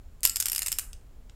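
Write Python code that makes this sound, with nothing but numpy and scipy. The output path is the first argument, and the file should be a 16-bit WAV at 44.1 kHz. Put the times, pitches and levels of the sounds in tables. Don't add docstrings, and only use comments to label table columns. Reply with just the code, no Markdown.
import sys
import numpy as np
from scipy import signal
from scipy.fft import rfft, irfft, next_fast_len
from scipy.io import wavfile

SR = 44100
rng = np.random.default_rng(int(sys.argv[2]) if len(sys.argv) > 2 else 0)


def ratio_of_db(decibels):
    return 10 ** (np.asarray(decibels, float) / 20)


def unload_audio(sound):
    columns = np.transpose(np.atleast_2d(sound))
    steps = np.round(np.clip(columns, -1, 1) * 32767)
    wavfile.write(sys.argv[1], SR, steps.astype(np.int16))


N = 59535


def along(points, hz):
    f, value = np.transpose(points)
    return np.interp(np.log(hz + 1), np.log(f + 1), value)


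def causal(gain):
    cepstrum = irfft(np.log(gain + 1e-6))
    half = cepstrum.shape[-1] // 2
    cepstrum[..., 1:half] *= 2
    cepstrum[..., half + 1:] = 0
    return np.exp(rfft(cepstrum))


def noise(spectrum, db):
    size = next_fast_len(N + 8192)
    colour = ratio_of_db(along(spectrum, np.fft.rfftfreq(size, 1 / SR)))
    x = irfft(rfft(rng.standard_normal(size)) * colour, size)[:N]
    return ratio_of_db(db) * x / x.std()


# f/Hz, level/dB [per Hz]
RUMBLE = [(8.8, -32), (15, 4), (73, -7.5), (92, -14.5), (216, -29.5), (251, -24.5), (326, -36), (400, -33),
          (520, -57.5), (880, -120)]
# f/Hz, level/dB [per Hz]
HISS = [(180, -24), (420, -4), (1280, -14.5), (1800, -17.5), (6300, -24), (7300, -19), (8300, -26),
        (16000, -25.5)]
RUMBLE_DB, HISS_DB = -46.5, -66


def room_floor():
    return noise(RUMBLE, RUMBLE_DB) + noise(HISS, HISS_DB)


# f/Hz, t60/s
ROOM = [(300, .24), (1300, 0.54), (3500, 0.21), (9000, 0.32), (16000, .16)]
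ROOM_DB, ROOM_DELAY_S = -10.5, 0.005


def room(clicks):
    hz, t, z = signal.stft(rng.standard_normal((len(clicks), SR // 3)), SR, nperseg=256)
    decay = ratio_of_db(-60 * t / along(ROOM, hz)[:, None])
    tail = signal.istft(z * decay, SR, nperseg=256)[1]
    tail = tail / np.linalg.norm(tail, axis=1, keepdims=True)
    tail = np.pad(tail, ((0, 0), (round(ROOM_DELAY_S * SR), 0)))
    return ratio_of_db(ROOM_DB) * signal.fftconvolve(clicks, tail, axes=1)


# f/Hz, level/dB, t60/s
THUD = [(331, -43, 0.02), (628, -42.5, 0.0071), (1016, -30.5, 0.027)]
SEAT_S = 0.2517
SEAT_RING_HZ, SEAT_RING_DB, SEAT_RING_T60, SEAT_RISE_PER_S = 1360, -47.5, 0.5, 120


def seating():
    t = np.clip(np.arange(N) / SR - SEAT_S, 0, None)
    thud = np.zeros(N)
    for hz, db, t60 in THUD:
        thud += ratio_of_db(db - 60 * np.minimum(t / t60, 2)) * np.sin(2 * np.pi * hz * t)
    envelope = ratio_of_db(SEAT_RING_DB - 60 * t / SEAT_RING_T60) * (1 - np.exp(-t * SEAT_RISE_PER_S))
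    return thud + envelope * np.sin(2 * np.pi * SEAT_RING_HZ * t)


# f/Hz, level/dB [relative to the contact], t60/s
RING = [(2920, -41.5, 0.19), (6300, -57, .12), (9100, -48.5, 0.041), (12200, -49.5, 0.087)]
RING_LENGTH_S, RING_SCATTER_DB, RING_DETUNE = .22, 3.5, 0.0095


def free_ring(db, chance):
    t = np.arange(int(RING_LENGTH_S * SR)) / SR
    ring = np.zeros(len(t))
    for (hz, level, t60), (louder, sharper) in zip(RING, chance):
        envelope = ratio_of_db(db + level + RING_SCATTER_DB * louder - 60 * t / t60)
        ring += envelope * np.sin(2 * np.pi * hz * (1 + RING_DETUNE * sharper) * t)
    return ring


TOOTH_CHATTER_MS = 6
CHATTER_LOSS_DB, CHATTER_SCATTER_DB, FIRST_DB = 21, 2.5, 3


def chatter(hz, ms, jitter, chance):
    count = jitter.shape[1]
    when = (np.arange(count) + jitter) / count
    when[:, 0] = 0
    force_db = CHATTER_SCATTER_DB * chance - CHATTER_LOSS_DB * when + FIRST_DB * (when == 0)
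    force = np.sign(chance) * ratio_of_db(force_db)
    delay_s = ms * when / 1000
    return (force[..., None] * np.exp(-2j * np.pi * hz * delay_s[..., None])).sum(axis=1)


# f/Hz, width/Hz, level/dB
STEEL = [(2720, 210, -10), (5277, 510, -1.5), (6340, 390, -10), (7216, 495, 3), (8324, 280, -5),
         (9600, 150, -0.5), (10030, 400, -6), (11276, 250, -3), (11750, 230, 3), (12900, 1000, -13),
         (14480, 450, -5.5)]
MODE_SCATTER_DB, DETUNE = 2.5, .01
GRIP = .6


def steel(hz, ms, chance):
    total = 0
    for k, (centre, width, level) in enumerate(STEEL):
        sharper, louder = chance[:, [2 * k]], chance[:, [2 * k + 1]]
        f = centre * (1 + DETUNE * sharper)
        w = width * (TOOTH_CHATTER_MS / ms) ** GRIP
        resonance = 1j * hz * w / (f * f - hz * hz + 1j * hz * w)
        total = total + (-1) ** k * ratio_of_db(level + MODE_SCATTER_DB * louder) * resonance
    return total


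LOW_REF_DB, HIGH_REF_DB = -8.5, 1.5
SPLIT_LOW_HZ, SPLIT_HIGH_HZ, BRIGHT_TOP_HZ = 4000, 8800, 14300


def lean(hz, low_db, high_db):
    low, high = low_db - LOW_REF_DB, high_db - HIGH_REF_DB
    tilt_db = low / (1 + (hz / SPLIT_LOW_HZ) ** 4) + high / (1 + (SPLIT_HIGH_HZ / (hz + 1)) ** 6)
    tilt_db = tilt_db - np.clip(high, 0, None) / (1 + (BRIGHT_TOP_HZ / (hz + 1)) ** 10)
    return causal(ratio_of_db(tilt_db))


# f/Hz, level/dB
CRACK = [(150, -43), (600, -14.5), (2000, -5), (5000, -9), (9000, 4), (13000, -0.5), (15800, -7.5),
         (16800, -58.5)]
CRACK_DB = -7


def contacts(rows, size=1024, count=20):
    hz = np.fft.rfftfreq(size, 1 / SR)
    _, db, low_db, high_db, ms = np.transpose(rows)[:, :, None]
    jitter = rng.random((len(rows), count))
    chance = rng.standard_normal((len(rows), count + 2 * len(STEEL)))
    blows = chatter(hz, ms, jitter, chance[:, :count])
    crack = ratio_of_db(CRACK_DB) * causal(ratio_of_db(along(CRACK, hz)))
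    body = crack + steel(hz, ms, chance[:, count:])
    x = irfft(blows * body * lean(hz, low_db, high_db), size)
    return ratio_of_db(db) * x / abs(x).max(axis=1, keepdims=True)


# t/s, peak level/dB, low share/dB, high share/dB, chatter/ms
SNAPS = [(.2066, -39, -18, 1, 1), (.2149, -57, -18, 6, 1), (.2322, -10.5, -15, -3, 7),
         (.2377, -17, -12, -3, 6), (.2429, -16, -10, -5, 6), (.2494, -17, -7, 1, 6),
         (.2517, .5, -9, 15, 1.2), (.2536, -6, -3, 1, 5), (.2602, -11, -14, -4, 5),
         (.2741, -11, -14, -2, 4), (.2959, -13.5, -13, -1, 4), (.4002, -21, -11, -3, 3),
         (.9312, -32, -13, -16, 3), (.9375, -41, -5, -9, 2.5), (1.0115, -56, 6, -12, 1.5),
         (1.068, -57, 6, -8, 1.5), (1.2969, -39, -6, -30, 3)]
# t/s, peak level/dB, low share/dB, high share/dB
TEETH = [(0.359, -11, -13, -2), (0.3682, -13, -12, -3), (0.4017, -10, -16, -4), (0.4089, -16, -10, -3),
         (0.4246, -16, -10, -6), (0.4574, -10, -12, -3), (0.4668, -16, -9, -4), (0.4835, -16, -10, -1),
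         (0.4981, -16, -8, 2), (0.5182, -14, -8, 4), (0.5311, -13, -10, 2), (0.5488, -15, -11, -1),
         (0.5608, -13, -9, 1), (0.5803, -13, -11, -1), (0.5912, -11, -9, 0), (0.6197, -15, -6, 0),
         (0.6301, -17, -6, 0), (0.6616, -15, -8, -2), (0.6696, -14, -6, 0), (0.6824, -13, -9, 0),
         (0.718, -13, -10, -1), (0.7263, -14, -8, 1), (0.786, -12, -8, 1), (0.7946, -16, -6, 2)]


def ratchet():
    rows = SNAPS + [(*row, TOOTH_CHATTER_MS) for row in TEETH]
    clicks = contacts(rows)
    chances = rng.standard_normal((len(rows), len(RING), 2))
    out = np.zeros(N + SR)
    for (s, db, *_), click, tail, chance in zip(rows, clicks, room(clicks), chances):
        for part in (click, tail, free_ring(db, chance)):
            out[round(s * SR):][:len(part)] += part
    return out[:N]


def scene():
    return (ratchet() + seating() + room_floor())[None]


def low_pass(x):
    return signal.sosfilt(signal.butter(12, 16970, fs=SR, output="sos"), x)


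def record(dry):
    x = dry / (1 + abs(dry / 1.05) ** 8) ** (1 / 8)
    x = signal.sosfiltfilt(signal.butter(12, 16100, fs=SR, output="sos"), x)
    return low_pass(x)


dry = scene()
out = record(dry)
unload_audio(out)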